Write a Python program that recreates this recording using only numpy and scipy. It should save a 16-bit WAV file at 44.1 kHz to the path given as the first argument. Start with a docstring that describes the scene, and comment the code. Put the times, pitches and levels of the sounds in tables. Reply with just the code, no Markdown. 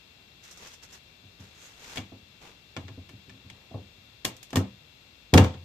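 """First comes the dry rasp of cardboard, slid over a laminate floor and under a heavy lever carton stapler.
The lever is pulled down: its linkage clicks, the staple snaps off the strip, the driver punches the card,
and a last shove clinches it with a double clack that shakes the floor. Sliding friction makes broadband
noise; each impact excites damped modes of steel, frame and floor, and the small room reverberates.
Beneath it all lie quiet room air and a faint microphone hiss and whine."""
import sys
import numpy as np
from scipy import signal
from scipy.fft import rfft, irfft, next_fast_len
from scipy.io import wavfile
from scipy.ndimage import map_coordinates

SR = 44100
rng = np.random.default_rng(int(sys.argv[2]) if len(sys.argv) > 2 else 0)


def wav_record(signal):
    """Record a signal, one row per channel, as 16-bit PCM in the file named by sys.argv[1]."""
    frames = np.transpose(np.atleast_2d(signal))
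    bounded = np.clip(frames, -1, 1)
    # unit amplitude maps onto the largest positive 16-bit level
    quanta = np.round(bounded * 32767).astype(np.int16)
    wavfile.write(sys.argv[1], SR, quanta)


N = 248724
TIME = np.arange(N) / SR
AGE = np.arange(int(SR * .6)) / SR  # time since an impact, t/s

# Events; all levels are relative. Steel contacts of lever, driver and staple: t/s, clack level/dB,
# tick level/dB, knock level/dB, thud level/dB, second strike's delay/s and gain/dB, favoured f/Hz
STEEL_CONTACTS = [(1.959, -29, -46, -45, -66, 0.0057, -6, 1740),
                  (1.9723, -18.5, -50, -38, -35.5, 0.0067, -1.5, 2270),
                  (2.7653, -22.5, -58.5, -38.5, -37.5, 0.0057, -2.5, 1417),
                  (2.8818, -34, -80, -48, -46, 0.0063, -3, 1772),
                  (3.092, -39, -60.5, -55, -55, .005, -2.5, 1754),
                  (3.295, -36, -75, -58.5, -71, 0.0051, -2, 1740),
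                  (3.4998, -31, -61, -56, -50.5, 0.0028, -6, 3370),
                  (4.2475, -23.5, -37, -42.5, -50.5, 0.0024, 12.5, 3000),
                  (4.366, -55, -53.5, -82, -85, 0.0017, -4, 6930),
                  (4.4294, -35.5, -46.5, -87, -85, .002, -11, 6930),
                  (4.505, -38, -55, -61, -60, .002, -4, 2315),
                  (4.5303, -27, -48.5, -32.5, -39, .003, -9, 1754),
                  (4.5576, -14, -30, -23.5, -21.5, .0114, -3, 3020),
                  (5.338, -6, -25.5, -15, -8.5, .0025, -2.5, 3500),
                  (5.376, -5, -30.5, -17, -17, 0.0031, 2.5, 1900),
                  (5.440, -25, -47.5, -31, -50, 0.0054, 4, 1400),
                  (5.541, -38, -75, -48, -54, .005, 0, 1417)]
# Dull bumps of hands and stapler base: t/s, thud level/dB, excitation cutoff f/Hz
SOFT_BUMPS = [(1.233, -45.5, 260), (1.397, -43, 300), (2.120, -45.5, 720), (2.834, -39.5, 299),
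              (2.896, -40.5, 374), (2.976, -39.5, 435), (3.133, -44, 365), (3.281, -44, 345),
              (3.338, -52.5, 530), (3.444, -46, 310), (3.711, -49, 850), (3.743, -34, 646),
              (3.772, -44, 300), (3.977, -57, 454), (4.277, -44.5, 865), (4.606, -33.5, 675),
              (5.333, -13, 594), (5.346, -15, 570), (5.423, -26, 620), (5.611, -48, 300)]
# Pushes of the card: fastest at t/s, speeding up t/s, slowing down t/s, rasp level/dB, hollow level/dB
CARD_PUSHES = [(.455, 0.041, 0.14, -54.5, -72), (.66, 0.12, 0.041, -51, -51.5),
               (.735, 0.094, 0.028, -54, -63), (.838, 0.025, 0.035, -52.5, -58.5),
               (.94, 0.065, 0.062, -53.5, -59.5), (1.41, 0.024, 0.18, -60.5, -59),
               (1.665, 0.16, 0.11, -55, -61.5), (1.955, 0.24, 0.085, -47.5, -50.5),
               (2.445, 0.053, 0.13, -57.5, -51.5), (3.62, 0.35, 0.21, -84, -64)]
# Card edges catching on the floor: t/s, level/dB
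EDGE_SCUFFS = [(0.437, -39), (0.511, -32.5), (0.5224, -41), (0.573, -34.5), (0.672, -35.5), (0.7355, -34.5),
               (0.8315, -34), (0.9268, -34), (1.4002, -43)]

# Modes of lever and driver: f/Hz, level/dB, t60/s
STEEL_MODES = [(1387, 4, 0.037), (1759, 0.5, 0.073), (2056, -15, 0.21), (2277, 3, 0.077), (2420, -21, 0.39),
               (2817, -1, 0.15), (2980, 6.5, 0.025), (3336, 3.5, 0.067), (3880, -11, 0.14),
               (4440, -7, 0.067), (4800, -21, 0.086), (6360, -6, 0.066), (6650, -35, 0.049)]
# Modes of the stapler frame: f/Hz, free level/dB, clamped level/dB, t60/s
FRAME_MODES = [(203, 5, 9.5, 0.2), (236, -0.5, -1.5, 0.23), (266.7, 10.5, 5.5, 0.14), (307, -2, -3, 0.086),
               (365.5, 4.5, -25, 0.081), (377, -12, -6, 0.28), (444, -26, 9.5, 0.064), (514, -9, 1.5, 0.31),
               (657, 4.5, -14, 0.15), (743.7, 0, 3, 0.16), (832, -7.5, -3.5, 0.21), (903, -33, -4.5, 0.26),
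               (1004, 0.5, -28, 0.045), (1103, 6.5, -7, 0.062), (1293, -15, -13, 0.25),
               (1400, -27, -21, 0.12), (1634, -5.5, -7, 0.17), (1832, 6, 0, 0.06)]
# Modes of the floor: f/Hz, level/dB, t60/s
FLOOR_MODES = [(84, -15.5, 0.36), (98.9, -0.5, 0.21), (118.7, -11.5, 0.24), (138, -15, 0.15),
               (152, -32, 0.15), (196, -8.5, 0.27)]

# Spectral envelopes of the noises: f/Hz, relative level/dB
CLACK_SPECTRUM = [(300, -1.5), (900, -1.5), (1400, -14.5), (1850, 0.5), (2050, 1), (2350, 4), (2700, -3),
                  (3100, 0.5), (3500, 2.5), (4000, -3.5), (5500, -7.5), (8000, -13), (15000, -86)]  # steel on steel
TICK_SPECTRUM = [(2000, -7.5), (4500, 4.5), (7000, 4), (8500, 1), (10000, -6.5), (12500, -2.5),
                 (15000, -6.5)]  # the bright edge of that impact
KNOCK_SPECTRUM = [(100, -22.5), (190, -3.5), (280, 1.5), (450, -6), (620, -5.5), (800, -6), (1050, -6),
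                  (1500, -15), (3000, -28), (9000, -97)]  # a blow to the frame
THUD_SPECTRUM = [(25, -23), (55, -25), (90, 7), (170, -3), (260, -37.5), (600, -60), (1500, -102)]  # a blow to the floor
RASP_SPECTRUM = [(500, -14), (1500, 2.5), (3000, 0.5), (5000, 0), (7000, -1), (10000, -16.5), (12500, -13),
                 (15000, -17)]  # sliding fibres
HOLLOW_SPECTRUM = [(100, -1), (300, -2.5), (450, 3), (650, -3), (950, -0.5), (1400, -10), (2500, -7.5),
                   (6000, -38)]  # the body of the card
SCUFF_SPECTRUM = [(800, -3), (2000, -10), (4300, -7), (5500, 3.5), (7400, -1), (9500, -13.5), (13000, -12),
                  (15000, -18)]  # a catching edge
SQUEAK_SPECTRUM = [(4500, -31), (5900, -17), (6300, 3), (6650, -2), (7000, -3), (7700, -7), (9500, -23)]  # skin on card
AIR_SPECTRUM = [(20, -55), (50, -3.5), (75, -1), (130, -3.5), (300, -10.5), (1000, -19), (2500, -25),
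                (7500, -27.5), (10000, -42.5), (12500, -36), (15000, -36)]  # room air
HISS_SPECTRUM = [(700, -25), (1400, -10.5), (1900, -9.5), (2400, -1.5), (2950, -7), (3400, 2), (4100, -3),
                 (5000, -9.5), (7000, -22), (10000, -41), (12300, -17.5), (15000, -40)]  # the left microphone's own noise

# Partials of the electrical whine: f/Hz, level/dB
WHINE_PARTIALS = [(2724, -61), (4086, -70.5)]
# Balance of the microphones: f/Hz, left minus right level/dB
BALANCE = [(100, 1), (400, 0), (1000, 0.5), (1700, 3.5), (3300, 7), (4700, -0.5), (6500, -6.5),
           (8000, -1.5), (9800, 7.5), (13000, 5.5)]
# Gain of the stereo side signal: f/Hz, level/dB
SIDE_GAIN = [(100, -13.5), (280, -9), (500, -5.0), (1200, 1), (3000, 0)]


def steel_clacks():
    """A brief impact has a broad spectrum: steel on steel cracks, ticks and rings, and the room answers."""
    out, hard, bright = np.zeros((2, N)), minimum_phase(CLACK_SPECTRUM), minimum_phase(TICK_SPECTRUM)
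    for s, clack_db, _, _, tick_db, spot_hz in linkage_strikes():
        crack = burst(hard, t60=0.022, width=1, rise=.0004)
        steel = amp(-4.5) * ring(struck_steel(spot_hz), scatter_db=3.0, width=1.7)
        room = amp(-8.5) * burst(hard, t60=0.33, width=1.0, rise=0.0035)
        add(out, s, amp(clack_db - 16.5) * (crack + steel + room))
        tick = burst(bright, t60=0.034, width=0.92, rise=0.00049)
        tick_tail = amp(-6.5) * burst(bright, t60=0.12, width=0.93, rise=0.088)
        add(out, s, amp(tick_db) * (tick + tick_tail))
    return out


def struck_steel(spot_hz, favour_db=11, octaves=0.34):
    """Modal excitation: the struck spot favours some modes, and the load detunes each a little."""
    favour = lambda hz: favour_db * np.exp(-(np.log2(hz / spot_hz) / octaves) ** 2)
    return [(hz * np.exp(rng.normal(0, 0.011)), db + favour(hz), t60) for hz, db, t60 in STEEL_MODES]


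def linkage_strikes():
    """Backlash: the loose linkage strikes twice at each contact, the second time duller."""
    rows = []
    for s, clack_db, tick_db, knock_db, thud_db, play_s, second_db, spot_hz in STEEL_CONTACTS:
        levels = np.array([clack_db, thud_db - 4, knock_db, tick_db])  # thuds less than the settling
        second_levels = levels + second_db + [0, 0, 0, -2.5]
        rows += [(s, *levels, spot_hz), (s + play_s, *second_levels, spot_hz)]
    return rows


def soft_impacts(even_hz=570, settle_s=.012, settle_hz=342, rock_s=.031, rock_loss_db=11):
    """Damped rebound: hands bump the base, the frame settles after each contact, and both rock back."""
    # harder bumps knock the frame more, by 8.5 dB per octave of cutoff
    handled = [(s, db + 8.5 * np.log2(hz / even_hz), db, hz) for s, db, hz in SOFT_BUMPS]
    settled = [(s + settle_s, knock_db + 1.5, thud_db, settle_hz)
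               for s, _, _, knock_db, thud_db, *_ in STEEL_CONTACTS]
    rocked = [(s + rock_s, knock_db - rock_loss_db, thud_db - rock_loss_db, hz * 0.73)
              for s, knock_db, thud_db, hz in handled + settled]
    return [row for row in handled + settled + rocked if row[0] < TIME[-1]]


def frame_knocks():
    """Impulse excitation: hard strikes and dull bumps both set the frame vibrating."""
    out = np.zeros((2, N))
    for s, _, _, db, *_ in linkage_strikes():
        add(out, s, amp(db) * knock(s, cutoff_hz=2100))
    for s, db, _, cutoff_hz in soft_impacts():
        add(out, s, amp(db) * knock(s, cutoff_hz))
    return out


def knock(s, cutoff_hz, clamped_from_s=5):
    """A soft contact is a low-pass filter on the frame's modes; clamping on the card favours other modes."""
    rolloff = lambda hz: -10 * np.log10(1 + (hz / cutoff_hz) ** 6)
    modes = [(hz, (clamped if s > clamped_from_s else free) + rolloff(hz), t60)
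             for hz, free, clamped, t60 in FRAME_MODES]
    colour = minimum_phase([(hz, db + rolloff(hz)) for hz, db in KNOCK_SPECTRUM])
    body = amp(-2) * ring(modes, scatter_db=2, width=.6)
    blow = amp(-6) * burst(colour, t60=0.05, width=0.38, rise=0.002)
    room = amp(-4.5) * burst(colour, t60=0.23, width=0.86, rise=0.033)
    return body + blow + room


def floor_thuds():
    """The floor acts as a sounding board under every blow, and reverberation holds the boom."""
    out, colour = np.zeros((2, N)), minimum_phase(THUD_SPECTRUM)
    for s, _, db, *_ in linkage_strikes() + soft_impacts():
        boom = ring(FLOOR_MODES, scatter_db=7.5, width=0.24) * (1 - decay(0.018))
        push = amp(-3.5) * burst(colour, t60=0.058, width=.15, rise=0.0078)
        room = amp(-17.5) * burst(colour, t60=0.42, width=0.13, rise=0.36)
        add(out, s, amp(db) * (boom + push + room))
    return out


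def base_judder(start_s=5.328, base_hz=91, floor_hz=128, rise_s=0.015, hold_s=0.086, release_s=.014):
    """Beats: the loaded base rocks against a dying floor mode until the arm settles, then trembles on."""
    age = np.maximum(TIME - start_s, 0)
    rocking = np.sin(2 * np.pi * base_hz * age)
    floor = amp(-2.5) * np.sin(2 * np.pi * floor_hz * age) * decay(1.0, age)
    attack = np.minimum(age / rise_s, 1) ** 2
    held = np.clip(1 - (age - rise_s - hold_s) / release_s, 0, 1)
    tremble = amp(-16) * decay(0.74, age)
    return amp(-18) * attack * np.maximum(held, tremble) * np.sqrt(2) * (rocking + floor)


def sliding_card(grain_db=2, grain_hz=320):
    """Stick-slip friction: fibres catch and let go, louder with speed; an edge scuffs now and then."""
    grains = rng.standard_normal(int(N * grain_hz / SR) + 4)
    grip = unit(amp(grain_db * map_coordinates(grains, [TIME * grain_hz])))
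    rasp_gain = sum(amp(db) * hand_speed(*push) ** 1.45 for *push, db, _ in CARD_PUSHES)
    hollow_gain = sum(amp(db) * hand_speed(*push) ** 1.43 for *push, _, db in CARD_PUSHES)
    rasp = amp(1) * rasp_gain * coloured(grip * stereo_noise(0.94, N), RASP_SPECTRUM)
    hollow = amp(-1) * hollow_gain * coloured(grip * stereo_noise(0.63, N), HOLLOW_SPECTRUM)
    out, colour = rasp + hollow, minimum_phase(SCUFF_SPECTRUM)
    for s, db in EDGE_SCUFFS:
        add(out, s, amp(db - 14) * burst(colour, t60=0.13, width=1.0, rise=0.0022))
    return out


def finger_squeak():
    """Friction of dry skin on the card excites a narrow, high band of resonance."""
    speed = hand_speed(fastest_s=1.665, rise_s=.125, fall_s=0.028)
    return amp(-56.5) * speed ** 1.5 * coloured(stereo_noise(0.63, N), SQUEAK_SPECTRUM)


def hand_speed(fastest_s, rise_s, fall_s):
    """Velocity pulse of a push, 0 to 1: the hand speeds up smoothly and comes to rest."""
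    since = TIME - fastest_s
    duration = np.where(since < 0, rise_s, fall_s)
    return np.cos(np.pi / 2 * np.clip(since / duration, -1, 1))


def background():
    """The noise floor: room air, plus the left microphone's own hiss and thin electrical whine."""
    air = amp(-58) * coloured(stereo_noise(0.99, N), AIR_SPECTRUM)
    hiss = amp(-55) * coloured(rng.standard_normal(N), HISS_SPECTRUM)
    whine = sum(amp(db) * unit(np.sin(2 * np.pi * hz * TIME)) for hz, db in WHINE_PARTIALS)
    return microphone_pair(air) + np.array([hiss + whine, np.zeros(N)])


def microphone_pair(x):
    """Spatial coherence: long waves reach two closely spaced microphones alike."""
    mid, side = (x[0] + x[1]) / 2, (x[0] - x[1]) / 2
    side = filtered(side, lambda hz: amp(level_at(SIDE_GAIN, hz)))
    return np.array([mid + side, mid - side])


def ring(modes, scatter_db, width):
    """Superposition of damped modes, at new strengths for each blow and each microphone."""
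    hz, db, t60 = np.transpose(modes)
    waves = [(-1) ** k * np.sin(2 * np.pi * f * AGE) * decay(t60[k]) for k, f in enumerate(hz)]
    strengths = amp(db + scatter_db * stereo_noise(width, len(hz)))
    return equal_energy(strengths @ np.array(waves))


def burst(colour, t60, width, rise):
    """Source and filter: a dying puff of noise convolved with the impulse response `colour`."""
    puff = stereo_noise(width, len(AGE)) * decay(t60) * (1 - decay(rise))
    return equal_energy(signal.fftconvolve(puff, colour[None], axes=1)[:, :len(AGE)])


def minimum_phase(spectrum, size=4096):
    """Causal impulse response of a spectrum, by folding its cepstrum."""
    gain = amp(level_at(spectrum, np.fft.rfftfreq(size, 1 / SR)))
    cepstrum = irfft(np.log(gain))
    cepstrum[1:size // 2] *= 2
    cepstrum[size // 2 + 1:] = 0
    return irfft(np.exp(rfft(cepstrum)))


def stereo_noise(width, size):
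    """Partly correlated white noise: width 0 is mono, 1 is uncorrelated."""
    mid, side = rng.standard_normal((2, size))
    return np.array([mid + width * side, mid - width * side])


def coloured(x, spectrum):
    """Spectral shaping of noise, at rms 1."""
    return unit(filtered(x, lambda hz: amp(level_at(spectrum, hz))))


def filtered(x, gain):
    """Zero-phase filtering by a gain that depends on frequency."""
    size = next_fast_len(N + 8192)
    return irfft(rfft(x, size) * gain(np.fft.rfftfreq(size, 1 / SR)), size)[..., :N]


def level_at(points, hz):
    """Interpolation of (f/Hz, level/dB) points on a logarithmic frequency axis."""
    f, db = np.transpose(points)
    return np.interp(np.log(hz + 1), np.log(f), db)


def decay(t60, age=AGE):
    """Exponential damping, 60 dB in t60 seconds."""
    return np.exp(-np.log(1000) * age / t60)


def amp(db):
    """Decibels to amplitude ratio."""
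    return 10 ** (np.asarray(db) / 20)


def unit(x):
    """Normalisation to rms 1."""
    return x / np.sqrt(np.mean(x ** 2) + 1e-20)


def equal_energy(x):
    """Normalisation to the energy of 10 ms at rms 1."""
    return unit(x) * np.sqrt(.01 * SR / x.shape[-1])


def add(track, s, sound):
    """Superposition of a sound on a track at time s."""
    start = round(s * SR)
    track[:, start:start + sound.shape[-1]] += sound[..., :N - start]


def scene():
    """Sound pressures add: stapler and card, coloured differently at each microphone, over faint noise."""
    stapler = floor_thuds() + frame_knocks() + steel_clacks() + base_judder()
    action = microphone_pair(stapler + sliding_card() + finger_squeak())
    balance = lambda hz: amp(np.outer([.5, -.5], level_at(BALANCE, hz)))
    return filtered(action, balance) + background()


def record(dry, ceiling=.95, top_hz=14750):
    """Soft saturation rounds the highest peaks, and a steep low-pass limits the band."""
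    soft = dry / (1 + np.abs(dry / ceiling) ** 6) ** (1 / 6)
    return filtered(soft, lambda hz: 1 / (1 + (hz / top_hz) ** 90))


dry = scene()
out = record(dry)
wav_record(out)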